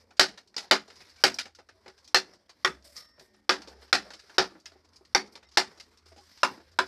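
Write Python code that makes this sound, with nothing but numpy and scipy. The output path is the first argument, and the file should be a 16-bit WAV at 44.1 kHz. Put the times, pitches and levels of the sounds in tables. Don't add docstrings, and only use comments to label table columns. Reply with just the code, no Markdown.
import sys
import numpy as np
from scipy import signal
from scipy.fft import rfft, irfft
from scipy.io import wavfile
from scipy.ndimage import uniform_filter1d, minimum_filter1d

SR = 44100
rng = np.random.default_rng(int(sys.argv[2]) if len(sys.argv) > 2 else 0)


def boost(x):
    u = np.asarray(x, float) / 20
    return 10 ** u


def to_wav(sig):
    pcm = np.clip(np.atleast_2d(sig), -1, 1) * 32767
    pcm = np.round(pcm).astype(np.int16)
    wavfile.write(sys.argv[1], SR, pcm.T)


N = 302967
SIZE = 16384
SHORT_HZ = np.arange(SIZE // 2 + 1) * SR / SIZE


def shape(points, hz):
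    points = np.array(points)
    return np.interp(np.log(hz + 1), np.log(points[:, 0]), points[:, 1])


def causal(db):
    c = irfft(np.log(boost(db)))
    c[1:SIZE // 2] *= 2
    c[SIZE // 2 + 1:] = 0
    return np.exp(rfft(c))


def fade(t60):
    return np.exp(-np.log(1000) * np.arange(SIZE) / SR / np.clip(t60, .01, 8))


def ring(hz, t60):
    return np.sin(2 * np.pi * hz * np.arange(SIZE) / SR) * fade(t60)


def add(out, s, sound):
    i = int(s * SR)
    out[i:i + SIZE] += sound[:N - i]


def smooth(x, size):
    return uniform_filter1d(uniform_filter1d(x, size), size)


def walk(rate):
    k = int(SR / rate)
    w = smooth(np.repeat(rng.standard_normal(N // k + 1), k), k)[:N]
    return w / w.std()


def knock(colour_db, t60, burst_s, wet_db, walls):
    far_wall_s, far_wall_share = 0.026, 0.37
    late_t60_s, late_db = 0.32, -29
    clump_db, ripple_db = 1.47, 1.8
    t = np.arange(SIZE) / SR
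    chance = rng.standard_normal((4, SIZE))
    burst = chance[0] * boost(2.0 * chance[1]) * np.exp(-(t / burst_s) ** 2) * (1 - np.exp(-t / 0.00019))
    swell = (1 - np.exp(-t / 0.00059)) * (1 + far_wall_share * np.clip(t / far_wall_s, 0, 1))
    decay = fade(t60) + boost(late_db) * fade(late_t60_s)
    echoes = (0.3 * walls + 0.7 * chance[2]) * swell * decay
    clumps = smooth(chance[1], 220)
    echoes = echoes * boost(clump_db * clumps / clumps.std())
    ripple = smooth(chance[3, :SIZE // 2 + 1], 45)
    colour = causal(colour_db + ripple_db * ripple / ripple.std())
    sound = irfft(rfft(burst + boost(wet_db) * echoes) * colour)
    return sound / np.sqrt(np.mean(sound[:SR // 100] ** 2))


def lift(rings, hz):
    lift_db, width_hz = 3, 90
    return sum(lift_db * boost(1.1 * db) / (1 + ((hz - f) / (width_hz + 0.004 * f)) ** 2) for f, db in rings)


# pitch in Hz, level in dB, time to die away by 60 dB in seconds.
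LOG_RINGS = [(149, -28.5, 0.18), (214, -15.5, 0.4), (286, -13, 0.6), (545, -16.5, 0.13), (1235, -10.5, .3),
             (1890, -11, 0.16)]


def log_ring(trim, knock_db, woken):
    wood_t60_s, woken_t60_s = .13, 0.075
    wood = np.zeros(SIZE)
    for hz, db, t60 in LOG_RINGS:
        spot, drift = rng.standard_normal(2)
        level = boost(db + shape(trim, hz) + 2 * spot) * np.sign(drift)
        note = ring(hz * (1 + 0.0032 * drift), min(t60, wood_t60_s + 20 / hz))
        wood += level * note * (1 - fade(25.0 / hz))
    extra = sum(boost(db + 0.25 * knock_db - 1.0) * ring(hz, woken_t60_s) for hz, db in woken)
    wood = wood + extra * (1 - fade(.003))
    push = np.hanning(24) / 12
    return np.convolve(wood, push)[:SIZE]


# start in seconds, peak in dB, then boom and knock in dB against the usual blow.
BLOWS = [(0.194, 1.5, 1.5, -0.5), (0.71, 1, 2, 2.5), (1.237, 2, 0.5, 1.5), (2.144, -0.5, 2, -0.7),
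         (2.646, -4, 3, 0.5), (3.492, -3, 5.5, 0.5), (3.927, -0.5, -7, -1), (4.381, -1.5, 7, 2.5),
         (5.147, -3, 1, 2.5), (5.571, -1.5, 0, 1.5), (6.431, -2, -6, 8), (6.787, -5, 3.5, 1)]
# crack, handle thud and floor thump, all in dB against the usual blow.
LANDINGS = [(4, -1, -0.5), (1, 1.5, -1.5), (1, -3, 3.5), (3, -10, -8), (-4.5, -11, -13.5), (-2, -0.5, 3.5),
            (-1.5, 2.5, 6.5), (3.5, -2.5, 15.5), (-3, 2.5, 4.5), (1, -3, -8), (-4.5, -2, -4),
            (-7.5, -1.5, -10.5)]
# pitch in Hz, level in dB.
WOKEN_RINGS = [
    [(802, -1.5), (1232, 0.5), (1480, -15), (1625, -9), (1765, -3), (1911, 0), (2072, -6)],
    [(807, 1.5), (1222, -9), (1410, 5), (1620, -9), (1857, -5), (2088, 3.5), (2260, -7)],
    [(656, -5), (807, -2), (1394, -5.5), (1555, -10.5), (1690, -2.5), (2153, 3), (2433, 1.5)],
    [(899, -4.5), (1222, 1), (1388, -9.5), (1760, 4.5), (1905, 4.5), (2094, -7.5), (2740, 7)],
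    [(1055, 3.5), (1227, 8), (1426, 4.5), (1598, -15), (1776, -2), (1916, 6), (2147, 7)],
    [(527, -6), (737, -9), (1222, 6.5), (1372, 0.5), (1620, 7), (1824, -7), (1970, 4.5)],
    [(538, -6.5), (802, 0.5), (1227, 0), (1421, 0), (1614, -6.5), (1916, -0.5), (2067, -5.5)],
    [(527, -10), (656, -14), (802, -5), (1222, -3), (1507, 3), (1760, 5), (2072, -6.5)],
    [(527, -3.5), (807, 4), (1281, -11.5), (1437, -15), (1582, -0.5), (1776, -5.5), (2147, 8.5)],
    [(818, 4.5), (995, -0.5), (1426, -7), (1577, -3), (1717, -21), (1921, -2.5), (2072, 5.5)],
    [(672, -5.5), (818, -11), (1022, 10), (1173, -9), (1324, -21), (1453, -8), (2767, 7.5)],
    [(645, -14.5), (812, -27), (1022, 11), (1173, -12), (1318, -0.5), (1582, 7), (1717, -16)],
]
# pitch in Hz, level in dB.
BLADE_RINGS = [
    [(3025, -1.5), (3999, 3), (4521, -6.5), (4780, 0.5), (5092, -8)],
    [(3052, -8), (3649, 3), (3994, 1.5), (4591, -13), (5141, -2.5)],
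    [(3111, -2), (3881, 2.5), (4559, -9), (4796, -4.5), (5577, 3)],
    [(3079, -3.5), (4172, 7), (4457, -2.5), (4726, -12.5), (5431, -8.5)],
    [(3197, 5.5), (3547, 9.5), (4468, -31.5), (4839, -22), (5415, 6.5)],
    [(3423, -2.5), (4834, 2), (5135, -1), (5431, 6), (5673, -9.5)],
    [(3520, 1.5), (3924, -3), (4473, -4.5), (4764, 1.5), (5329, -3)],
    [(3628, -5.5), (4543, -4.5), (4769, -12), (5011, -4), (5442, 0)],
    [(3628, 1), (4554, 11), (4974, -19), (5281, 8), (5819, 10.5)],
    [(3617, 2.5), (4177, 5.5), (4974, -1), (5426, 0), (5776, -11)],
    [(3111, -17), (3859, -4.5), (4748, -16), (5081, 0), (5426, 4.5)],
    [(3203, -13), (3450, 3), (3698, 7.5), (4015, 5), (5227, 1)],
]
LINGERING = [1.076, 1, 1.015, 0.93, 0.87, 1.03, 0.97, 1.03, 0.93, 0.98, 0.81, 0.75]
SIZZLE = [1.9, -2.1, 2.5, 1.7, 2.5, -1, -0.8, -3.5, 0, 1.7, 2, 0]
# pitch in Hz, level in dB per Hz.
WOOD_COLOUR = [(35, -50.5), (60, -37.5), (233, -16), (368, -10.5), (442, -12), (610, -11), (861, -8.5),
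               (1060, -13.5), (1390, -7), (2110, -10), (3340, -14), (4930, -8), (6800, -21), (12900, -40.5),
               (14500, -57.5)]


def blows(walls):
    shed_t60_s, blade_t60_s, blade_late_s = 0.14, 0.036, .0007
    splinter_per_crack = 0.47
    contact = boost(-9) * ring(1450, .006)
    swing = ring(377, 0.14) * (1 - fade(0.14))
    out = np.zeros(N)
    each_blow = zip(BLOWS, LANDINGS, WOKEN_RINGS, BLADE_RINGS, LINGERING, SIZZLE)
    for (s, peak_db, boom_db, knock_db), (crack_db, thud_db, _), woken, blade, lingering, sizzle_db in each_blow:
        splinter_db = splinter_per_crack * crack_db + sizzle_db
        trim = [(240, thud_db), (380, boom_db), (950, knock_db), (2000, 0), (4800, crack_db), (9000, splinter_db)]
        colour = shape(WOOD_COLOUR, SHORT_HZ) + shape(trim, SHORT_HZ)
        colour = colour + lift(list(woken) + list(blade), SHORT_HZ)
        crack = knock(colour, shed_t60_s * lingering, 0.0022, -5.0, walls)
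        wood = log_ring(trim, knock_db, woken)
        boom = boost(boom_db - 16.5) * swing
        chisel = np.zeros(SIZE)
        for k, (hz, db) in enumerate(blade):
            chisel += (-1) ** k * boost(crack_db + db - 16.5) * ring(hz, blade_t60_s)
        add(out, s + .0008, boost(peak_db) * (contact + boost(-17.0) * wood + boom))
        add(out, s + .0008 + blade_late_s, boost(peak_db) * (chisel + boost(-13.0) * crack))
    return out


# pitch in Hz, level in dB, time to die away by 60 dB in seconds.
FLOOR_RINGS = [(42, -64.5, 0.32), (84, -57, 0.18), (153, -46.5, 0.14), (190, -49.5, 0.27)]


def ground():
    out = np.zeros(N)
    for (s, peak_db, *_), (*_, thump_db) in zip(BLOWS, LANDINGS):
        for hz, db, t60 in FLOOR_RINGS:
            add(out, s, boost(peak_db + thump_db + db) * ring(hz, t60) * (1 - fade(.06)))
    return out


# start in seconds, peak in dB, brightness in dB, ring in Hz.
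TAPS = [(.106, -43.5, -3.5, 1340), (0.34, -46, -3, 440), (0.542, -42.5, 3, 1900), (0.901, -38, 3, 483),
        (1.005, -39.5, 2.5, 2260), (1.386, -17.5, 8, 2360), (1.549, -41.5, 16, 1415), (1.688, -39, 0, 1800),
        (3.178, -48.5, -12, 587), (3.878, -50, 3.5, 1500), (4.192, -38.5, 9.5, 1684),
        (4.295, -38.5, -1.5, 1590), (4.552, -42.5, -12.5, 316), (4.657, -30, 10.5, 2093),
        (5.05, -46, 14, 1850), (5.799, -33, 14, 2096), (6.375, -42, 9.5, 920)]
# start in seconds, peak in dB, brightness in dB, ring in Hz.
DROPS = [(.169, -44, 8, 1560), (.375, -33.5, 0.5, 1500), (.564, -23.5, 6, 443), (.578, -20, 4, 1990),
         (1.16, -44.5, 6, 1560), (1.455, -32.5, -2.5, 808), (1.587, -38, -5.5, 1360), (1.86, -35, -10, 818),
         (1.879, -34.5, -3, 377), (1.978, -48.5, 7, 872), (2.493, -38.5, 1.5, 1030), (3.195, -40, 4, 1390),
         (3.345, -52, -1, 379), (3.618, -34.5, 2, 1403), (3.818, -43, -3, 478), (4.104, -32, 0, 1887),
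         (4.135, -33, 3, 320), (4.718, -45.5, -2, 632), (4.756, -51.5, -14, 375), (4.933, -51, 11, 421),
         (5.354, -34, -0.5, 946), (5.428, -43.5, -3, 1900), (5.516, -47, 15, 386), (5.973, -47.5, 13, 2070),
         (6.118, -46, -9, 653), (6.575, -41, -10, 313), (6.6, -44, -7.5, 337)]
# start in seconds, peak in dB, brightness in dB, ring in Hz.
SPLINTERS = [(.474, -48.5, 9.5, 1330), (.878, -40, -3, 420), (.956, -43.5, 10, 1850),
             (1.095, -44, 17, 2250), (1.342, -32, 25, 296), (1.381, -63, 8.5, 2394),
             (2.044, -43.5, 7.5, 1910), (2.076, -38.5, 6.5, 301), (2.336, -45.5, -0.5, 1960),
             (2.823, -53.5, 4, 560), (2.85, -47.5, -3, 582), (2.964, -29, 18.5, 1185),
             (3.209, -43.5, -9, 377), (3.674, -34.5, -3, 312), (4.518, -42.5, -9.5, 351),
             (4.599, -50.5, 15.5, 317), (4.846, -50.5, -2.5, 301.5), (4.959, -41.5, 19.5, 2363),
             (5.009, -49, -13, 377), (5.262, -49.5, 22, 2430), (5.273, -48, 9, 2450),
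             (5.324, -47.5, 26, 2400), (5.487, -48, 1.5, 2420), (5.774, -44, -1, 329),
             (6.058, -47.5, 1.5, 853), (6.162, -43, -6, 785), (6.179, -43.5, -2, 877),
             (6.716, -52, 3.5, 319)]


def chips(walls):
    wet_db, note_db = -3, -7.5
    note_t60_s, note_cycles = .14, 110
    out = np.zeros(N)
    for table, mid_db in ((TAPS, 5.5), (DROPS, -0.5), (SPLINTERS, -10)):
        for s, peak_db, bright_db, ring_hz in table:
            trim = [(500, 3.5 - bright_db), (1700, mid_db), (4800, 1.5 + bright_db)]
            t60 = 0.094 + 0.00031 * (peak_db + 48.5)
            note = ring(ring_hz, min(note_t60_s, note_cycles / ring_hz)) * (1 - fade(.012))
            note = note * boost(shape(trim, ring_hz) + note_db)
            colour = shape(WOOD_COLOUR, SHORT_HZ) + shape(trim, SHORT_HZ)
            tap = knock(colour, t60, 0.00047, wet_db, walls)
            add(out, s + 0.00021, boost(peak_db - 12.0) * (tap + note))
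    return out


# start in seconds, level in dB, time to die away by 60 dB in seconds.
FIRM_TAPS = [(.5655, -30, 0.045), (1.3875, -27.5, 0.028), (5.354, -46, 0.028), (2.965, -47, 0.05),
             (1.3425, -36, 0.028)]
# pitch in Hz, level in dB.
FIRM_RINGS = [
    [(448, -4.5), (4295, -15), (4758, 6.5), (5097, 3), (5474, 2)],
    [(2374, -1), (4026, -2), (4780, -7), (5076, 0), (5367, 1)],
    [(2013, -1), (2460, -1), (3531, 0), (4376, 0), (5200, 0)],
    [(1950, -9), (4215, -7), (4952, -3), (5329, 6), (5706, -8)],
    [(4900, 0), (5250, -3), (5600, 7), (5950, 1)],
]


def hard_taps():
    out = np.zeros(N)
    for (s, tap_db, t60), rings in zip(FIRM_TAPS, FIRM_RINGS):
        for k, (hz, db) in enumerate(rings):
            add(out, s, (-1) ** k * boost(tap_db + db) * ring(hz, t60))
    return out


# pitch in Hz, level in dB, time to die away by 60 dB in seconds.
STEEL_RINGS = [(1233, -8, .45), (1836, -18, 3.0), (1922, -23, 2.0), (4113, -6, .1), (4904, -13, .8),
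               (5270, -5, .15), (5370, -9, .5), (5415, -2, .7), (5706, -6, .13)]


def steel():
    knock_s, level_db = 2.965, -49
    t = np.arange(N) / SR - knock_s
    held = (t > 0) * np.clip((.52 - t) / 0.083, 0, 1)
    out = np.zeros(N)
    for hz, db, t60 in STEEL_RINGS:
        flutter = boost(level_db + db + hz / 4000 * walk(45))
        out += flutter * np.sin(2 * np.pi * hz * t) * boost(-60 * np.abs(t) / t60) * held
    return out


# start in seconds, level in dB, ring in Hz.
SNAPS = [(.3245, -54, 5600), (.3245, -62, 9000), (.34, -56, 5050), (2.8255, -57, 4500), (2.8255, -58, 5600),
         (3.364, -70, 9300), (3.364, -70, 10100), (1.343, -55, 10300), (1.343, -57, 11000),
         (4.602, -56, 6000), (4.891, -59, 4800), (4.891, -62, 6300), (4.934, -55, 5000), (4.177, -54, 5000),
         (3.6205, -48, 5200), (3.677, -50, 5100), (4.657, -44, 6600), (6.11, -64, 8700), (5.8, -48, 5000),
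         (3.1965, -57, 5400), (1.457, -48, 5300), (6.169, -62, 7500)]


def ticks():
    out = np.zeros(N)
    for s, db, hz in SNAPS:
        rough = 1 + .5 * uniform_filter1d(rng.standard_normal(SIZE), size=12)
        add(out, s, boost(db) * ring(hz, .018) * rough)
    return out


# start in #
# seconds, length in seconds, pitch in Hz, level in dB.
SQUEAKS = [(1.17, .07, 1550, -60), (1.15, .09, 2280, -63), (1.712, .11, 650, -69), (2.88, .031, 640, -60),
           (3.18, .05, 156, -66), (4.715, .025, 700, -62), (4.75, .03, 787, -63), (4.994, .027, 800, -66),
           (5.0, .072, 377, -66), (6.11, .03, 660, -58), (6.163, .055, 815, -53), (2.83, .13, 578, -62),
           (3.26, .22, 210, -67), (3.246, .21, 368, -69), (3.288, .089, 587, -70), (3.357, .14, 290, -70),
           (3.73, .16, 453, -63), (5.851, .14, 460, -74), (6.203, .05, 1095, -65), (6.145, .12, 375, -62),
           (5.425, .085, 5400, -63), (5.43, .07, 2060, -65), (5.66, .09, 5200, -67),
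           (6.112, .027, 1200, -64), (3.205, .028, 824, -62), (5.43, .07, 3800, -72),
           (3.72, .09, 5150, -67), (3.18, .015, 500, -56), (1.095, .05, 5150, -60), (4.02, .07, 5350, -60)]


def squeaks():
    out, t = np.zeros(N), np.arange(N) / SR
    for s, length, hz, db in SQUEAKS:
        swell = np.sin(np.pi * np.clip((t - s) / length, 0, 1))
        husk = .55 * min(hz / 2500, 1)
        breaking = 1 + husk * (walk(40 + hz / 25) - 1)
        out += boost(db) * swell * breaking * np.sin(2 * np.pi * hz * t)
    return out


# start in seconds, length in seconds, level in dB, brightness in dB.
SCRAPES = [(-.06, 0.11, -74, 9), (0.198, 0.1, -77, 5), (0.58, 0.086, -59, 0.5), (0.805, 0.73, -70.5, 4.5),
           (1.276, 0.26, -80, -11), (1.695, 0.38, -78, -0.5), (2.253, 0.12, -77.5, -4),
           (2.51, 0.33, -87, 9), (2.826, 0.11, -76, 12.5), (2.938, 0.13, -69, 7), (3.018, 0.1, -83, 11),
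           (3.166, 0.1, -77.5, 1), (3.297, 0.1, -87, 3), (3.55, 0.32, -66.5, -5), (3.766, 0.17, -69.5, 1),
           (3.956, 0.18, -61, -5), (4.082, 0.54, -70, 2), (4.636, 0.19, -73.5, -3),
           (4.914, 0.14, -89.5, 0.5), (5.195, 0.23, -76, -13), (5.616, 0.29, -72.5, -1),
           (5.763, 0.25, -74, 1.5), (6.05, 0.093, -80, 5.5), (6.132, 0.53, -72.5, 9.5),
           (6.492, 0.83, -80, 3), (6.8, 0.18, -68.5, 12)]
# start in seconds, length in seconds, level in dB, brightness in dB, hiss in dB.
DRAGS = [(0.588, .11, -68.5, 0, -19), (1.34, .012, -72, 11, 7), (2.842, .11, -73.5, 6.5, 9),
         (2.957, 0.045, -68.5, 11.5, 1), (3.192, 0.078, -83.5, 5, 11), (3.692, 0.028, -76.5, 1, 5),
         (3.808, 0.034, -82, 2, 17), (4.105, 0.093, -77, 8, -7), (5.318, 0.019, -84.5, 7, 16),
         (5.511, 0.061, -79.5, 18.5, -13), (6.055, 0.041, -78, 4, 2), (6.503, 0.053, -67.5, -11, 1),
         (6.131, 0.32, -87, 6, -12)]
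# pitch in Hz, dB per third of an octave against the level of its range.
RUSTLE_COLOUR = [(100, -24.5), (200, -9.5), (400, -8), (800, -9.5), (1300, -8.5), (2000, -5.5), (2500, -12),
                 (3200, -11), (4000, -6.5), (5000, 1), (6300, -13), (8000, -13.5), (10000, -16),
                 (13000, -16)]


def rustle():
    still_db, still_bright_db = -77.5, -2.5
    settle_db, settle_bright_db, settle_delay_s, settle_t60_s = -56, -9, 0.035, 0.36
    t = np.arange(0, N + 64, 64) / SR
    hz = np.arange(N // 2 + 1) * SR / N
    s, length, db, bright_db = np.array(SCRAPES).T[:, :, None]
    swells = np.sin(np.pi * np.clip((t - s) / length, 0, 1)) * boost(db)
    at, span, drag_db, drag_bright_db, hiss_db = np.array(DRAGS).T[:, :, None]
    start = np.clip((t - at) / 0.0031, 0, 1)
    end = np.clip(1 - (t - at - span) / 0.026, 0, 1) ** 2
    drags = start * end * boost(drag_db)
    since = t - np.array(BLOWS)[:, :1] - settle_delay_s
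    fall_db = settle_db + np.array(BLOWS)[:, 1:2] - 60 * np.abs(since) / settle_t60_s
    settle = np.sum((since > 0) * boost(fall_db), axis=0)
    shared = 1.5 * walk(14)
    grain = rfft(rng.standard_normal(N) * boost(2 * rng.standard_normal(N) + 2 * walk(150)))
    out = np.zeros(N)
    for centre in 100 * 2 ** np.arange(0, 7.3, 1 / 3):
        band = irfft(grain * np.clip(1 - 3 * np.abs(np.log2((hz + 1) / centre)), 0, 1), N)
        tip = np.interp(np.log(centre), np.log([450, 4800]), [-1, 1])
        scrape_db = tip * bright_db - 8.9 * (centre < 330) - 2.7 * (centre > 7000)
        blade_db = tip * drag_bright_db - 8 * (centre < 330) + hiss_db * (centre > 6500)
        gain = boost(still_db + tip * still_bright_db) + settle * boost(tip * settle_bright_db)
        gain = gain + np.sum(swells * boost(scrape_db), axis=0) + np.sum(drags * boost(blade_db), axis=0)
        flicker = shared + (3.4 if centre < 1500 else 1.6) * walk(11)
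        level = np.interp(np.arange(N) / SR, t, gain)
        out += band / band.std() * level * boost(shape(RUSTLE_COLOUR, centre) + flicker)
    return out


def low_noise(order, band_hz):
    sos = signal.butter(order, band_hz, "band", fs=SR, output="sos")
    return signal.sosfilt(sos, rng.standard_normal(N))


# time in seconds, pitch in Hz, level in dB.
MOTOR = [(0, 84, -72), (.5, 84, -85), (1.3, 83.6, -68.5), (1.85, 84.8, -79), (2.1, 69.6, -76),
         (2.55, 70.4, -88.5), (2.72, 67.7, -63), (3.1, 66.3, -71.5), (3.35, 68.2, -87.5),
         (3.6, 68.3, -70.5), (3.801, 70.15, -60.5), (4.3, 69.7, -77), (4.75, 77.4, -72), (5.3, 70.4, -70),
         (5.95, 78.5, -75), (6.12, 78.2, -61), (6.349, 80, -78.5), (6.87, 83.6, -62)]


def hum():
    s, hz, db = np.transpose(MOTOR)
    t = np.arange(N) / SR
    pitch = np.interp(t, s, hz) * (1 + 0.045 * walk(22))
    tone = np.sqrt(2) * np.sin(2 * np.pi * np.cumsum(pitch) / SR)
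    level = boost(np.interp(t, s, db) + 2.2 * walk(7.3))
    return tone * level + boost(-49) * low_noise(3, [52, 100]) + boost(-53) * low_noise(2, [40, 56])


def scene():
    walls = rng.standard_normal(SIZE)
    wood = blows(walls) + chips(walls) + hard_taps()
    wood = signal.sosfilt(signal.butter(2, 170, "high", fs=SR, output="sos"), wood)
    return (wood + ground() + steel() + ticks() + squeaks() + rustle() + hum())[None, :]


def band_limit(x):
    return signal.sosfilt(signal.butter(12, 14900, fs=SR, output="sos"), x)


def record(dry):
    brace_s, brace_db, top_hz = .009, -7, 14100
    now = uniform_filter1d(np.abs(dry), size=64) + 1e-9
    reach = int(brace_s * SR)
    ahead = -minimum_filter1d(-now, size=reach, origin=-(reach // 2))
    brace = uniform_filter1d(np.clip(np.log10(ahead / now) - 1.5, 0, .5) * 2, size=32)
    rounded = np.tanh(1.25 * dry * boost(brace_db * brace)) / 1.4
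    treble_cut = signal.ellip(8, .2, 55, top_hz, fs=SR, output="sos")
    bass_cut = signal.butter(2, 38, "high", fs=SR, output="sos")
    mix = signal.sosfilt(np.vstack([treble_cut, bass_cut]), rounded)
    return band_limit(mix)


dry = scene()
out = record(dry)
to_wav(out)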